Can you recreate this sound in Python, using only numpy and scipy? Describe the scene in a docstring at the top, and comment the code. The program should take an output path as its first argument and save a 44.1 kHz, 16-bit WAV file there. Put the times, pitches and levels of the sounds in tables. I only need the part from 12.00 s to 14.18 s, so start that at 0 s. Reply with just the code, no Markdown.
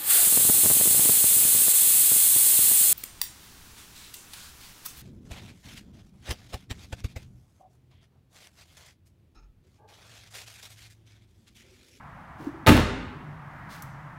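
"""A car's trunk lid is pulled down and slammed in a hard-walled showroom.
The lid knocks softly on the way down. Then the latch clatters home, the steel panels ring,
the trunk booms, the car shudders on its springs, and the room echoes.
Afterwards comes a dull footfall, and a shoe scuffs and ticks. Ventilation runs throughout."""
import sys
import numpy as np
from scipy import signal
from scipy.fft import rfft, irfft
from scipy.io import wavfile

SR = 44100
rng = np.random.default_rng(int(sys.argv[2]) if len(sys.argv) > 2 else 0)


def int16_out(signal):
    """Quantize to a 16-bit WAV file."""
    q = np.round(np.clip(np.atleast_2d(signal).T, -1, 1) * 32767)
    wavfile.write(sys.argv[1], SR, q.astype(np.int16))


N = 96138

# A colour says how strong low and high pitches are. fade_s is the time to fade by 60 dB.
# Rushing air from the vents: pitch_hz, level_db
AIR_COLOUR = [(25, -17), (50, -6.5), (100, -1), (200, -6), (300, -14.5), (420, -24), (600, -15),
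              (850, -7.5), (1200, -10), (1900, -16), (2600, -27.5), (4000, -38.5), (7000, -45),
              (16000, -51.5)]
# Loudness of the air duct's low drone: time_s, level_db
DUCT_LEVEL = [(0, -51.5), (.6, -52), (1.03, -51), (1.16, -43.5), (1.35, -44), (1.55, -50), (1.75, -45),
              (2.18, -46.5)]
# Loudness of a distant wash of noise: time_s, level_db
WASH_LEVEL = [(0, -71), (1.3, -73), (1.55, -49.5), (1.8, -51), (2.18, -61)]
# Colour of that wash: pitch_hz, level_db
WASH_COLOUR = [(120, -1), (220, 4), (300, 3.5), (430, -16), (900, -4), (1600, 4.5), (2100, -0.5),
               (2800, -20), (8000, -35.5)]
# How long the room echoes: pitch_hz, fade_s
ROOM_FADE = [(60, 0.76), (300, 1.33), (600, 0.69), (1000, 0.95), (2500, 0.92), (5000, 0.68), (8000, 0.57),
             (15000, 0.1)]
# Strength of the echo: pitch_hz, level_db
ROOM_COLOUR = [(60, -7.5), (300, -3), (1000, -2.5), (3000, -2), (6000, -0.5), (15000, -5.5)]
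# Thud of a foot as the weight shifts: pitch_hz, level_db, fade_s
FOOTFALL_TONES = [(64, -34, 0.16), (92, -31.5, 0.13)]
# A sole rubbing the floor: pitch_hz, level_db
SCUFF_COLOUR = [(300, -8), (1200, 2), (2500, -3.5), (4500, -4.5), (7000, -10.5), (15000, -15.5)]
# The sole ticking on the floor: start_s, level_db, fade_s, treble_db
SOLE_TICKS = [(1.8228, -36.5, 0.0047, 6), (1.8252, -33, 0.0064, 0), (1.829, -43, .012, 4),
              (1.836, -49, .015, 4)]
# Colour of those ticks: pitch_hz, level_db
TICK_COLOUR = [(1000, 1), (3000, -14), (6000, -5), (15000, -2)]
# The rubbing hinge: pitch_hz, level_db
HINGE_COLOUR = [(150, 6), (290, 13), (500, 4), (1500, -4), (3000, -13.5), (8000, -23), (16000, -26)]
# Knocks of the swinging lid: start_s, gain_db, pitch_ratio
LID_KNOCKS = [(0.399, -18.5, 1.02), (.44, -19, 1.17), (0.467, -2, 0.97), (.54, -13, 1.106),
              (0.628, -19.5, 0.82)]
# What each knock rings with: pitch_hz, level_db, fade_s
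KNOCK_TONES = [(231, -38, .12), (296.6, -17.5, 0.1), (348, -34, 0.29)]
# The car shaking on its springs: pitch_hz, level_db
SHUDDER_COLOUR = [(30, -28), (55, -5.5), (100, -4), (165, -1), (260, -3), (400, -11.5), (800, -17.5),
                  (2000, -17.5), (8000, -46.5)]
# Boom of the car body and hollow trunk: pitch_hz, level_db, fade_s
BODY_TONES = [(49.3, -18, 0.79), (62.7, -20, 0.57), (84.8, -10.5, 0.56), (114.1, -12.5, 0.55),
              (131.2, -16.5, 0.5)]
# Ringing of the broad steel skin: pitch_hz, level_db, fade_s
SKIN_TONES = [(200.5, -13.5, .36), (239.6, -8, 0.26), (298.4, -4.5, 0.25), (339.6, -18, 0.32),
              (357, -16, 0.14), (438, -19, 0.17)]
# Ringing of the latch plate and lid frame: pitch_hz, level_db, fade_s
FRAME_TONES = [(511, -23.5, 0.12), (615, -30, 0.69), (655, -15, 0.18), (877.5, -13.5, 0.2),
               (926, -26, 0.17), (1231, -15, .15), (1279, -24, 0.21), (1349, -32.5, 0.48),
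               (1691, -18, 0.17), (1876, -25, 0.089), (2470, -21, 0.26), (2854, -22.5, 0.096),
               (3080, -25, 0.11), (3680, -28, 0.17)]
# Metal hitting metal as the latch catches: start_s, level_db, fade_s, treble_db
LATCH_HITS = [(0.6638, -18.5, 0.045, -5), (0.6688, -13.5, 0.07, 3.5), (0.6763, -14, 0.074, -2),
              (0.683, -16.5, 0.1, 5), (0.691, -10.5, 0.082, -3.5), (0.7203, -23, 0.088, 5),
              (0.7681, -20.5, .025, 4.5)]
# Colour of those hits: pitch_hz, level_db
CLATTER_COLOUR = [(100, 0.5), (400, 5), (900, 0.5), (1500, -1), (2800, -4), (4000, -7.5), (5000, -15),
                  (7500, -19), (12000, -20), (16000, -22.5)]

BODY_S, LATCH_S, SEAL_S = 0.6665, 0.6688, 0.686  # when the lid strikes each part


def from_db(db):
    """Turn decibels into a number to multiply by."""
    return 10 ** (np.asarray(db) / 20)


def since(start_s):
    """Seconds since a moment, zero before it."""
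    return np.maximum(np.arange(N) / SR - start_s, 0)


def level_curve(rows):
    """Loudness that slides from point to point."""
    return from_db(np.interp(since(0), *np.transpose(rows)))


def at_hz(rows, hz):
    """Look up a pitch in a table, with octaves evenly spaced."""
    pitches, values = np.transpose(rows)
    return np.interp(np.log(np.maximum(hz, 1)), np.log(pitches), values)


def fade(t, fade_s):
    """Fall by 60 dB every fade_s seconds."""
    return from_db(-60 * t / fade_s)


def shaped_noise(gain_at):
    """Steady noise of strength 1, with a gain for each pitch."""
    spectrum = rfft(rng.standard_normal(N))
    x = irfft(spectrum * gain_at(np.fft.rfftfreq(N, 1 / SR)), N)
    return x / x.std()


def noise(colour):
    """Steady noise in a given colour."""
    return shaped_noise(lambda hz: from_db(at_hz(colour, hz)))


def wobble(width_hz, centre_hz=0):
    """Random wavering, mostly within width_hz of the centre."""
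    return shaped_noise(lambda hz: 1 / (1 + ((hz - centre_hz) / width_hz) ** 2))


def ring(tones, start_s, rise_s, pitch_ratio=1):
    """A struck part's tones swell quickly, then each fades at its own rate."""
    t = since(start_s)
    swell = 1 - np.exp(-t / rise_s)
    return swell * sum(
        (-1) ** k * from_db(db) * fade(t, fade_s) * np.sin(2 * np.pi * pitch_ratio * hz * t)
        for k, (hz, db, fade_s) in enumerate(tones))


def bursts(hits, colour, treble_hz=4000):
    """Each hit starts a short burst of noise with its own amount of treble."""
    rattle = noise(colour)
    low = signal.sosfilt(signal.butter(1, treble_hz, fs=SR, output="sos"), rattle)
    low_power, high_power = 0, 0
    for start_s, db, fade_s, treble_db in hits:
        t = since(start_s)
        loudness = from_db(db) * (t > 0) * fade(t, fade_s)
        low_power += loudness ** 2
        high_power += (from_db(treble_db) * loudness) ** 2
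    return np.sqrt(low_power) * low + np.sqrt(high_power) * (rattle - low)


def rub(colour, start_s, rise_s, hold_s, fade_s, grain_db):
    """Grainy noise that rises, holds and fades."""
    grain = from_db(grain_db * wobble(200))
    rise = np.minimum(since(start_s) / rise_s, 1)
    fall = fade(since(start_s + rise_s + hold_s), fade_s)
    return rise * fall * grain * noise(colour)


def ventilation():
    """Steady air, a duct droning around the fan's wavering hum, and a distant wash."""
    waver = from_db(0.07 * wobble(10))
    drone = wobble(16.2, centre_hz=144.7)
    fan_hz = 143.5 + 6.12 * wobble(10)
    drone += from_db(-4.5) * np.sqrt(2) * np.sin(2 * np.pi * np.cumsum(fan_hz) / SR)
    air = from_db(-46) * waver * noise(AIR_COLOUR)
    duct = level_curve(DUCT_LEVEL) * drone / drone.std()
    wash = level_curve(WASH_LEVEL) * noise(WASH_COLOUR)
    return air + duct + wash


def showroom(sound, gap_s=0.01, build_s=0.0048):
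    """Echoes off the hard walls build up after a short gap; the treble dies first."""
    hz, t = np.fft.rfftfreq(N, 1 / SR), since(gap_s)
    centres = np.geomspace(40, 16000, 18)
    white, tail = rfft(rng.standard_normal(N)), 0
    for centre, share in zip(centres, np.eye(len(centres))):
        band = irfft(white * at_hz(np.c_[centres, share], hz), N)  # noise near this pitch
        shape = fade(t, at_hz(ROOM_FADE, centre)) * (1 - np.exp(-t / build_s))
        tail += band * from_db(at_hz(ROOM_COLOUR, centre)) * shape / np.linalg.norm(shape)
    return signal.fftconvolve(sound, tail)[:N]


def footsteps():
    """A foot thuds down, then a sole scuffs and ticks on the floor."""
    thud = ring(FOOTFALL_TONES, start_s=1.066, rise_s=0.0069)
    scuff = rub(SCUFF_COLOUR, start_s=1.686, rise_s=0.028, hold_s=0.04, fade_s=0.33, grain_db=1.7)
    return thud + from_db(-49) * scuff + bursts(SOLE_TICKS, TICK_COLOUR)


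def lid_swing():
    """The hinge rubs and the lid knocks softly on its way down."""
    hinge = rub(HINGE_COLOUR, start_s=0.378, rise_s=0.03, hold_s=0.06, fade_s=0.25, grain_db=2.2)
    knocks = sum(from_db(db) * ring(KNOCK_TONES, start_s, rise_s=0.0036, pitch_ratio=ratio)
                 for start_s, db, ratio in LID_KNOCKS)
    return from_db(-46) * hinge + knocks


def car_shudder():
    """The whole rear of the car shakes on its springs."""
    rumble = rub(SHUDDER_COLOUR, LATCH_S, rise_s=0.015, hold_s=0.115, fade_s=0.15, grain_db=3)
    return from_db(-22) * rumble


def trunk_boom():
    """The body and hollow trunk boom; the steel skin shakes as the lid lands on its seal."""
    return ring(BODY_TONES, BODY_S, rise_s=0.016) + ring(SKIN_TONES, SEAL_S, rise_s=0.016)


def frame_ring():
    """The blow sets the latch plate and lid frame ringing."""
    return ring(FRAME_TONES, LATCH_S, rise_s=0.0031)


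def latch_clatter():
    """Metal parts hit each other in quick succession as the latch catches."""
    return bursts(LATCH_HITS, CLATTER_COLOUR)


def scene():
    """The slam, the swing and the steps echo in the room, over the ventilation."""
    # sound, echo_db (how strongly it feeds the echo)
    layers = [(latch_clatter(), -2.5), (frame_ring(), -8), (trunk_boom(), -16.5),
              (car_shudder(), -4.5), (lid_swing() + footsteps(), -7.5)]
    direct = sum(sound for sound, _ in layers)
    into_room = sum(from_db(echo_db) * sound for sound, echo_db in layers)
    return (direct + showroom(into_room) + ventilation())[None]


def record(dry, ceiling=2.3, cutoff_hz=15900):
    """Round off the tallest peaks and cut the very highest treble."""
    rounded = dry / (1 + (dry / ceiling) ** 4) ** (1 / 4)
    return signal.sosfilt(signal.ellip(10, 0.1, 80, cutoff_hz, fs=SR, output="sos"), rounded)


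dry = scene()
out = record(dry)
int16_out(out)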